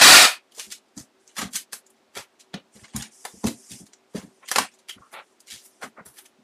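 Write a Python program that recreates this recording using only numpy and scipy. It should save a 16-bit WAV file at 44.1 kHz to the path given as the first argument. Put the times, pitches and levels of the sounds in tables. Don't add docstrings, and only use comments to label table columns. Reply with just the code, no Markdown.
import sys
import numpy as np
from scipy import signal
from scipy.io import wavfile
from scipy.ndimage import uniform_filter1d

SR = 44100
rng = np.random.default_rng(int(sys.argv[2]) if len(sys.argv) > 2 else 0)


def persist_wave(psi):
    counts = np.round(np.clip(psi, -1, 1) * 32767).astype(np.int16)
    wavfile.write(sys.argv[1], SR, np.atleast_2d(counts).T)


N = 283563
TIME = np.arange(N) / SR


def amp(db):
    return 10 ** (np.asarray(db) / 20)


def unit(x):
    return x / np.sqrt(np.mean(x ** 2) + 1e-20)


def read(points, hz):
    f, value = np.transpose(points)
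    return np.interp(np.log(hz + 1), np.log(f + 1), value)


def add(mix, s, sound):
    part = mix[max(round(s * SR), 0):][:len(sound)]
    part += sound[:len(part)]


def colour(x, points, size=2048):
    hz = abs(np.fft.fftfreq(size, 1 / SR))
    log_gain = np.log(amp(np.maximum(read(points, hz), -100)))
    taps = np.fft.ifft(np.exp(np.conj(signal.hilbert(log_gain)))).real
    return signal.fftconvolve(x, taps / np.linalg.norm(taps))


def resonate(x, hz, width):
    r = np.exp(-np.pi * width / SR)
    return 2 * signal.lfilter([1 - r], [1, -r * np.exp(2j * np.pi * hz / SR)], x).real


def stroke(s, length, attack_s, release_s):
    return np.exp(np.minimum((TIME - s) / attack_s, 0) - np.maximum((TIME - s - length) / release_s, 0))


def grains(size, per_s, spread_db):
    heights = amp(spread_db * np.minimum(rng.exponential(1, size), 3)) * rng.choice([-1, 1], size)
    return unit(heights * (rng.random(size) < per_s / SR))


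# f/Hz, relative level/dB
FAN_TONES = [(226, -78), (382, -70)]
# f/Hz, level/dB
AIR_EQ = [(30, -7.5), (100, -7.5), (160, -9.5), (240, 0), (500, -4), (750, -4), (1100, -8), (2000, -12),
          (4000, -15.5), (8000, -22), (15000, -35)]


def room_tone(air_db=-57.5, hum_db=5, width_hz=12):
    noise = rng.standard_normal(N)
    hum = sum(amp(db + hum_db) * unit(resonate(resonate(noise, hz, width_hz), hz, width_hz))
              for hz, db in FAN_TONES)
    return amp(air_db) * unit(colour(rng.standard_normal(N), AIR_EQ)[:N]) + hum


# t/s, level/dB
TAPE_PULL = [(0, -16.5), (0.0109, -17), (.013, -4.5), (.026, -4), (.031, -14), (.037, -4.5), (.14, -3.5),
             (.254, -10.5), (.26, -28.5)]
# f/Hz, width/Hz, level/dB re the plain slip
STRIP_MODES = [(706, 39, -3.5), (913, 6.7, 0), (1194, 39, -2), (1418, 70, 0.5), (1830, 150, -3),
               (2150, 130, -6.5), (2430, 120, -5), (3820, 43, 0.5), (4026, 60, -5), (4520, 70, -0.5),
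               (5020, 70, -2)]
# f/Hz, level/dB
TAPE_EQ = [(30, -53.5), (70, -29), (140, -21.5), (260, -11.5), (560, -10.5), (690, -2.5), (1030, -4.5),
           (1350, -2), (2500, -1.5), (3400, -3), (4000, -1), (5400, -4), (9000, -6.5), (12000, -17),
           (15000, -22.5)]


def tape_screech(level_db=-2, slips_per_s=1380, full_pull_db=-3.5, jitter=0.55, uneven_db=5):
    s, pull_db = np.transpose(TAPE_PULL)
    pull = amp(np.interp(TIME, s, pull_db))
    rate = slips_per_s * (pull / amp(full_pull_db)) ** 0.45
    wobble = unit(uniform_filter1d(rng.standard_normal(N), size=30))
    cycles = np.cumsum(rate * np.exp(jitter * wobble)) / SR
    onsets = np.diff(np.floor(cycles), prepend=0)
    slips = onsets * amp(uneven_db * rng.standard_normal(N)) * rng.choice([-1, 1], N)
    threads = np.exp(-(cycles % 1) / 0.16) * rng.standard_normal(N)
    drive = unit(slips) + unit(threads)
    ringing = drive + sum(amp(db) * resonate(drive, hz, width) for hz, width, db in STRIP_MODES)
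    return amp(level_db) * unit(colour(ringing, TAPE_EQ)[:N]) * pull * (TIME <= s[-1])


def fold(drive, treble_db, middle_db, body_db, sizzle_db):
    centres_hz = np.array([1050, 2800, 7000, 10700])
    widths_hz = np.array([1100, 2900, 5000, 4500])
    power = amp(treble_db + np.array([body_db, middle_db, 0, sizzle_db])) ** 2
    band_db = 10 * np.log10(power / widths_hz / np.max(power / widths_hz))
    eq = [(60, band_db[0] - 30), (400, band_db[0] - 9), *zip(centres_hz, band_db),
          (13000, band_db[-1] - 8), (15000, band_db[-1] - 15)]
    return np.sqrt(power.sum()) * colour(drive / np.linalg.norm(drive), eq)


# t/s, relative treble/dB, then middle/dB, body/dB, sizzle/dB re treble
SNAP_CUES = [(0.521, -57, 3, -25, -6), (0.597, -32, -1.5, -15, -8), (0.9769, -37, -28, -16.5, -27),
             (1.2768, -51.5, -17, -25, -14), (1.8654, -53, -18, -37, -12), (1.9031, -58.5, -19, -16, 1),
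             (2.541, -45, 12.5, 7, -12), (2.9632, -28.5, -16.5, -12, -5), (3.023, -35, -7.5, -7.5, -10),
             (3.252, -36.5, -5.5, 6, -2), (3.4417, -34.5, -14.5, 5, -15), (3.934, -47.5, -8, -13.5, -19),
             (4.515, -25, -3, -2, -3), (4.5596, -22.5, 2.5, 4, -4), (4.5842, -21, 1.5, 4, -5),
             (5.4038, -51, -11, -33, -5.5), (5.5094, -46.5, 3, -20, -6)]


def snaps(level_db=27, creak=0.012, lead_s=0.008, flutter=0.12, settle_s=0.005):
    out = np.zeros(N)
    t = (np.arange(1400) - round(lead_s * SR)) / SR
    stir = np.where(t < 0, creak, flutter * np.exp(-abs(t) / settle_s))
    for s, db, *tone in SNAP_CUES:
        crack = (t == 0) + stir * grains(len(t), per_s=9000, spread_db=3.6)
        add(out, s - lead_s, fold(crack, db + level_db, *tone))
    return out


# f/Hz, level/dB, t60/s
PANEL_MODES = [(65.4, 12.5, 0.091), (88.6, 5, 0.078), (121.8, 1.5, 0.14), (157, -10, 0.11),
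               (208.4, 2, 0.12), (235.8, -7, 0.21), (295, -4.5, 0.13), (359.3, -13, .09),
               (420.7, -2, 0.079), (528.5, -12.5, 0.14), (628.5, -12, 0.12)]


def panels(db, deep_db, knock_db, contact_s=0.0039, uneven_db=3, damping=1.1):
    t = np.arange(SR // 4) / SR
    hz, mode_db, t60 = np.transpose(PANEL_MODES)
    weight, detune = rng.standard_normal((2, len(hz)))
    tilt_db = read([(120, deep_db), (170, 0), (290, 0), (370, knock_db)], hz)
    blow_db = db + mode_db + tilt_db + uneven_db * weight
    ring_s = t60[:, None] / amp(damping * np.clip(knock_db, -3, 9))
    ring = np.sin(2 * np.pi * np.outer(hz * np.exp(0.05 * detune), t)) * amp(-60 * t / ring_s)
    sides = rng.choice([-1, 1], len(hz))
    return (sides * amp(blow_db)) @ ring * (1 - np.exp(-t / contact_s))


# t/s, relative level/dB, deep boost/dB, knock boost/dB
BUMP_CUES = [(0.577, -61, -18, 24), (0.666, -56, -9, -12), (0.967, -39.5, -13, -27),
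             (1.383, -40.5, -18, -13), (1.419, -37, -8.5, -3), (1.543, -46.5, -20, -24),
             (1.729, -48, -14, 8), (2.165, -36, -9, 9), (2.537, -39, -14.5, -0.5), (2.75, -54.5, 1, -5),
             (2.821, -54.5, -8, -12), (2.944, -35.5, 3.5, -17), (3.335, -50.5, -8, -2),
             (3.439, -23, -9.5, -1.5), (3.705, -44.5, -6, -14), (3.8, -46, -12.5, -29),
             (4.146, -28, -13.5, 5), (4.228, -43, -15, -7.5), (4.573, -33, -14, -1.5), (4.959, -55, 2, -20),
             (5.52, -58.5, 2, -20), (5.836, -43, -12, 5), (5.979, -44, -15, 6), (6.057, -55.5, 4.5, 4.5),
             (6.386, -55, -22, -7.5)]


def bumps(level_db=7, rock_s=0.026, rock_db=-8, rock_knock_db=-3):
    out = np.zeros(N)
    for s, db, deep, knock in BUMP_CUES:
        add(out, s, panels(db + level_db, deep, knock))
        add(out, s + rock_s, panels(db + level_db + rock_db, deep, knock + rock_knock_db))
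    return out


# t/s, relative treble/dB, middle/dB, body/dB, sizzle/dB (these three re treble),
# build-up/s, release/s
CRINKLE_CUES = [(0.596, -39, -7.5, -12, -5, 0.026, 0.04), (0.724, -32.5, -5, -18, -8, 0.011, 0.0085),
                (0.99, -41, -14, -10.5, -8.5, .013, 0.017), (1.385, -30.5, -1, -1, -3, 0.0099, .018),
                (1.416, -30.5, 0, 1.5, -9, 0.0027, 0.013), (1.56, -24.5, -7, -17.5, -2.5, 0.014, 0.0095),
                (1.7324, -31.5, -6, -9.5, -1, .004, 0.01), (2.174, -36.5, 0.5, 0.5, -4.5, 0.012, .019),
                (2.4064, -47, -3, -22, -10.5, 0.0064, 0.0098), (2.758, -54.5, -1, -9, -4, 0.0082, 0.0055),
                (2.845, -48.5, -1, 2, -18, 0.0052, 0.011), (3.474, -28, -4, -10.5, -3.5, .01, 0.0092),
                (3.718, -40, -6, -17, -4.5, .011, 0.016), (3.867, -50, -6, -12, -7, 0.0051, .0085),
                (4.156, -44, -1.5, 3, -5.5, 0.0086, 0.042), (4.489, -35.5, 2, -12, -1.5, 0.0045, .008),
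                (4.8971, -37, 3.5, -7, -2.5, 0.0059, 0.0064), (5.137, -52, -5, 6, 3.5, 0.011, .0085),
                (5.513, -40.5, -3, -15.5, -6.5, 0.023, 0.047), (5.66, -52, -8, -13.5, 4, 0.019, 0.009),
                (5.8358, -41, -3, -6, -4, .011, 0.011), (6.059, -51.5, -8, 3.5, 6.5, 0.0027, 0.027),
                (6.188, -49.5, 0.5, -2.5, 4.5, 0.026, 0.013), (6.2577, -49.5, -3, -3.5, -2, 0.0075, 0.0064)]


def crinkles(level_db=1, per_s=4000, spread_db=6.5, head_start=1.8, creak=0.63):
    out, t = np.zeros(N), np.arange(-0.1, 0.2, 1 / SR)
    for s, db, *tone, build_s, release_s in CRINKLE_CUES:
        strain = np.exp(np.minimum(t / build_s, -t / release_s))
        first_fold_s = t[np.argmin(abs(t + head_start * build_s))]
        drive = grains(len(t), per_s, spread_db) * strain * np.where(t < first_fold_s, creak, 1)
        drive += np.sqrt(SR / per_s) * (t == first_fold_s)
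        add(out, s + t[0], np.linalg.norm(strain) * fold(drive, db + level_db, *tone))
    return out


def ticks(softer_db=-31, wait_s=0.13, scatter_s=0.13, settle_s=0.016):
    out, t = np.zeros(N), np.arange(SR // 30) / SR
    relax = np.exp(-t / settle_s)
    for s, db, *_ in SNAP_CUES + CRINKLE_CUES:
        drive = grains(len(t), per_s=5000, spread_db=3) * relax
        tick = fold(drive, db + softer_db, middle_db=-6, body_db=-14, sizzle_db=-10)
        add(out, s + wait_s + scatter_s * rng.random(), np.linalg.norm(relax) * tick)
    return out


# t/s, length/s, relative level/dB
SLIDE_CUES = [(1.207, 0.14, -65.5), (2.739, 0.099, -57.5), (3.128, 0.59, -53.5), (3.709, 0.094, -49),
              (4.104, 0.53, -65), (4.993, 0.34, -65.5), (5.598, 0.19, -62), (6.082, 0.11, -67)]
# f/Hz, level/dB
SLIDE_EQ = [(1000, -20), (2500, -11.5), (4200, -18), (5300, -4), (6500, -5), (9000, -5.5), (11500, -14),
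            (13000, -24), (15000, -33)]


def slides(level_db=1, per_s=12000, spread_db=3, attack_s=0.017, release_s=0.024):
    speed = sum(amp(db) * stroke(s, length, attack_s, release_s) for s, length, db in SLIDE_CUES)
    return amp(level_db) * speed * unit(colour(grains(N, per_s, spread_db), SLIDE_EQ)[:N])


# t/s, length/s, level/dB
SQUEEZE_CUES = [(1.286, 0.025, -55.5), (1.762, .015, -57), (2.765, 0.14, -55), (2.946, 0.093, -41),
                (3.71, 0.038, -59), (4.456, 0.054, -53), (4.6, 0.04, -38)]
# f/Hz, level/dB
CRUMPLE_EQ = [(300, -28.5), (800, 0), (1400, -4), (2700, 0), (4500, -4.5), (9000, -5.5), (12000, -25),
              (15000, -40)]


def squeezes(per_s=3500, spread_db=11, patchy_db=4, attack_s=0.008, release_s=0.017):
    creases = colour(grains(N, per_s, spread_db), CRUMPLE_EQ)[:N]
    hz, _, bands = signal.stft(creases, nperseg=256)
    pockets = uniform_filter1d(rng.standard_normal(bands.shape), size=3, axis=0)
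    pockets = unit(uniform_filter1d(pockets, size=9, axis=1))
    pockets /= 1 + (hz[:, None] / 4500) ** 4
    crumple = unit(signal.istft(bands * amp(patchy_db * pockets), nperseg=256)[1][:N])
    grip = sum(amp(db) * stroke(s, length, attack_s, release_s) for s, length, db in SQUEEZE_CUES)
    return crumple * grip


# t/s, length/s, relative level/dB, edge/dB re that level
SCUFF_CUES = [(4.432, 0.011, -47, -7.5), (4.98, 0.0054, -52, -20), (5.14, 0.065, -41.5, -4),
              (5.833, 0.0076, -29, -15), (5.977, 0.03, -42, -26)]
# f/Hz, level/dB
DRAG_EQ = [(100, -36), (250, -19), (400, -11), (520, -2), (750, 0), (950, -3), (1450, 0), (2100, -7),
           (2600, -22), (4000, -50)]
# f/Hz, level/dB
RASP_EQ = [(1500, -16), (2300, 2), (3000, -3.5), (4100, -3)]


def scuffs(level_db=-1, per_s=2500, spread_db=3, attack_s=0.0081, release_s=0.0059):
    out = np.zeros(N)
    lowpass = signal.butter(10, 4000, fs=SR, output="sos")
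    jerks = signal.sosfilt(lowpass, grains(N, per_s, spread_db))
    drag = unit(colour(jerks, DRAG_EQ)[:N])
    rasp = unit(colour(jerks, RASP_EQ)[:N])
    for s, length, db, edge_db in SCUFF_CUES:
        out += amp(db + level_db) * (drag + amp(edge_db) * rasp) * stroke(s, length, attack_s, release_s)
    return out


# t/s, level/dB, f/Hz, half-width/Hz, t60/s
TWANG_CUES = [(4.892, -27, 3130, 140, 0.08), (5.013, -48.5, 1228, 150, .3)]


def twangs(rise_s=0.0037):
    out, t = np.zeros(N), np.arange(SR // 5) / SR
    for s, db, hz, half_width, t60 in TWANG_CUES:
        band = signal.butter(3, [hz - half_width, hz + half_width], "band", fs=SR, output="sos")
        buzz = unit(signal.sosfilt(band, rng.standard_normal(len(t))))
        add(out, s, buzz * amp(db - 60 * t / t60) * (1 - np.exp(-t / rise_s)))
    return out


# f/Hz, t60/s
WALL_DECAY = [(150, 0.11), (500, 0.23), (1200, 0.23), (3000, .26), (7000, 0.2), (14000, 0.29)]


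def echo(desk_db, walls_db, reach_s, desk_fade_s=0.0037, absorbed_hz=30000):
    t = np.arange(SR // 4) / SR
    desk = grains(len(t), per_s=4000, spread_db=1) * np.exp(-t / desk_fade_s) * (t > 0.0005)
    bounces = grains(len(t), per_s=5000, spread_db=1) * (t > 0.006)
    hz, delay_s, bands = signal.stft(bounces, SR, nperseg=256)
    bands /= 1 + (delay_s / reach_s * (1 + hz[:, None] / absorbed_hz)) ** 8
    decay = amp(-60 * delay_s / read(WALL_DECAY, hz)[:, None])
    walls = signal.istft(bands * decay, SR, nperseg=256)[1][:len(t)]
    return amp(desk_db) * desk / np.linalg.norm(desk) + amp(walls_db) * walls / np.linalg.norm(walls)


def room(x, desk_db, walls_db, reach_s, spots=8, cycle_hz=11):
    offset = (TIME * cycle_hz - np.arange(spots)[:, None] / spots + 0.5) % 1 - 0.5
    shares = np.sin(np.pi / 2 * np.maximum(1 - spots * abs(offset), 0))
    wet = sum(signal.oaconvolve(x * share, echo(desk_db, walls_db, reach_s))[:N] for share in shares)
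    return (x + wet) / np.sqrt(1 + amp(desk_db) ** 2 + amp(walls_db) ** 2)


def scene():
    plastic = snaps() + crinkles() + ticks() + squeezes() + slides()
    plastic = room(plastic, desk_db=0.5, walls_db=-2.5, reach_s=0.095)
    box = room(bumps() + scuffs() + twangs(), desk_db=-5.5, walls_db=-6, reach_s=0.051)
    screech = room(tape_screech(), desk_db=-2.5, walls_db=-1.5, reach_s=0.17)
    mono = screech + plastic + box + room_tone()
    return np.array([mono, mono])


def suppress_noise(x, depth_db=-7, margin_db=9):
    bands = signal.stft(x, nperseg=512)[2]
    power = uniform_filter1d(abs(bands) ** 2, size=15, axis=1)
    power = abs(uniform_filter1d(power, size=3, axis=2))
    threshold = np.percentile(power, 15, axis=2, keepdims=True) * amp(margin_db) ** 2
    excess = (power / (threshold + 1e-20)) ** 2
    gain = (excess + amp(depth_db)) / (excess + 1)
    return signal.istft(bands * gain, nperseg=512)[1][:, :N]


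def record(dry, ceiling=0.65, knee=6, rumble_hz=150, top_hz=15250):
    clipped = dry / (1 + abs(dry / ceiling) ** knee) ** (1 / knee)
    thinned = signal.lfilter(*signal.butter(2, rumble_hz, "high", fs=SR), clipped)
    high_cut = signal.firwin(511, top_hz, window=("kaiser", 9), fs=SR)
    return signal.oaconvolve(suppress_noise(thinned), high_cut[None], "same")


dry = scene()
out = record(dry)
persist_wave(out)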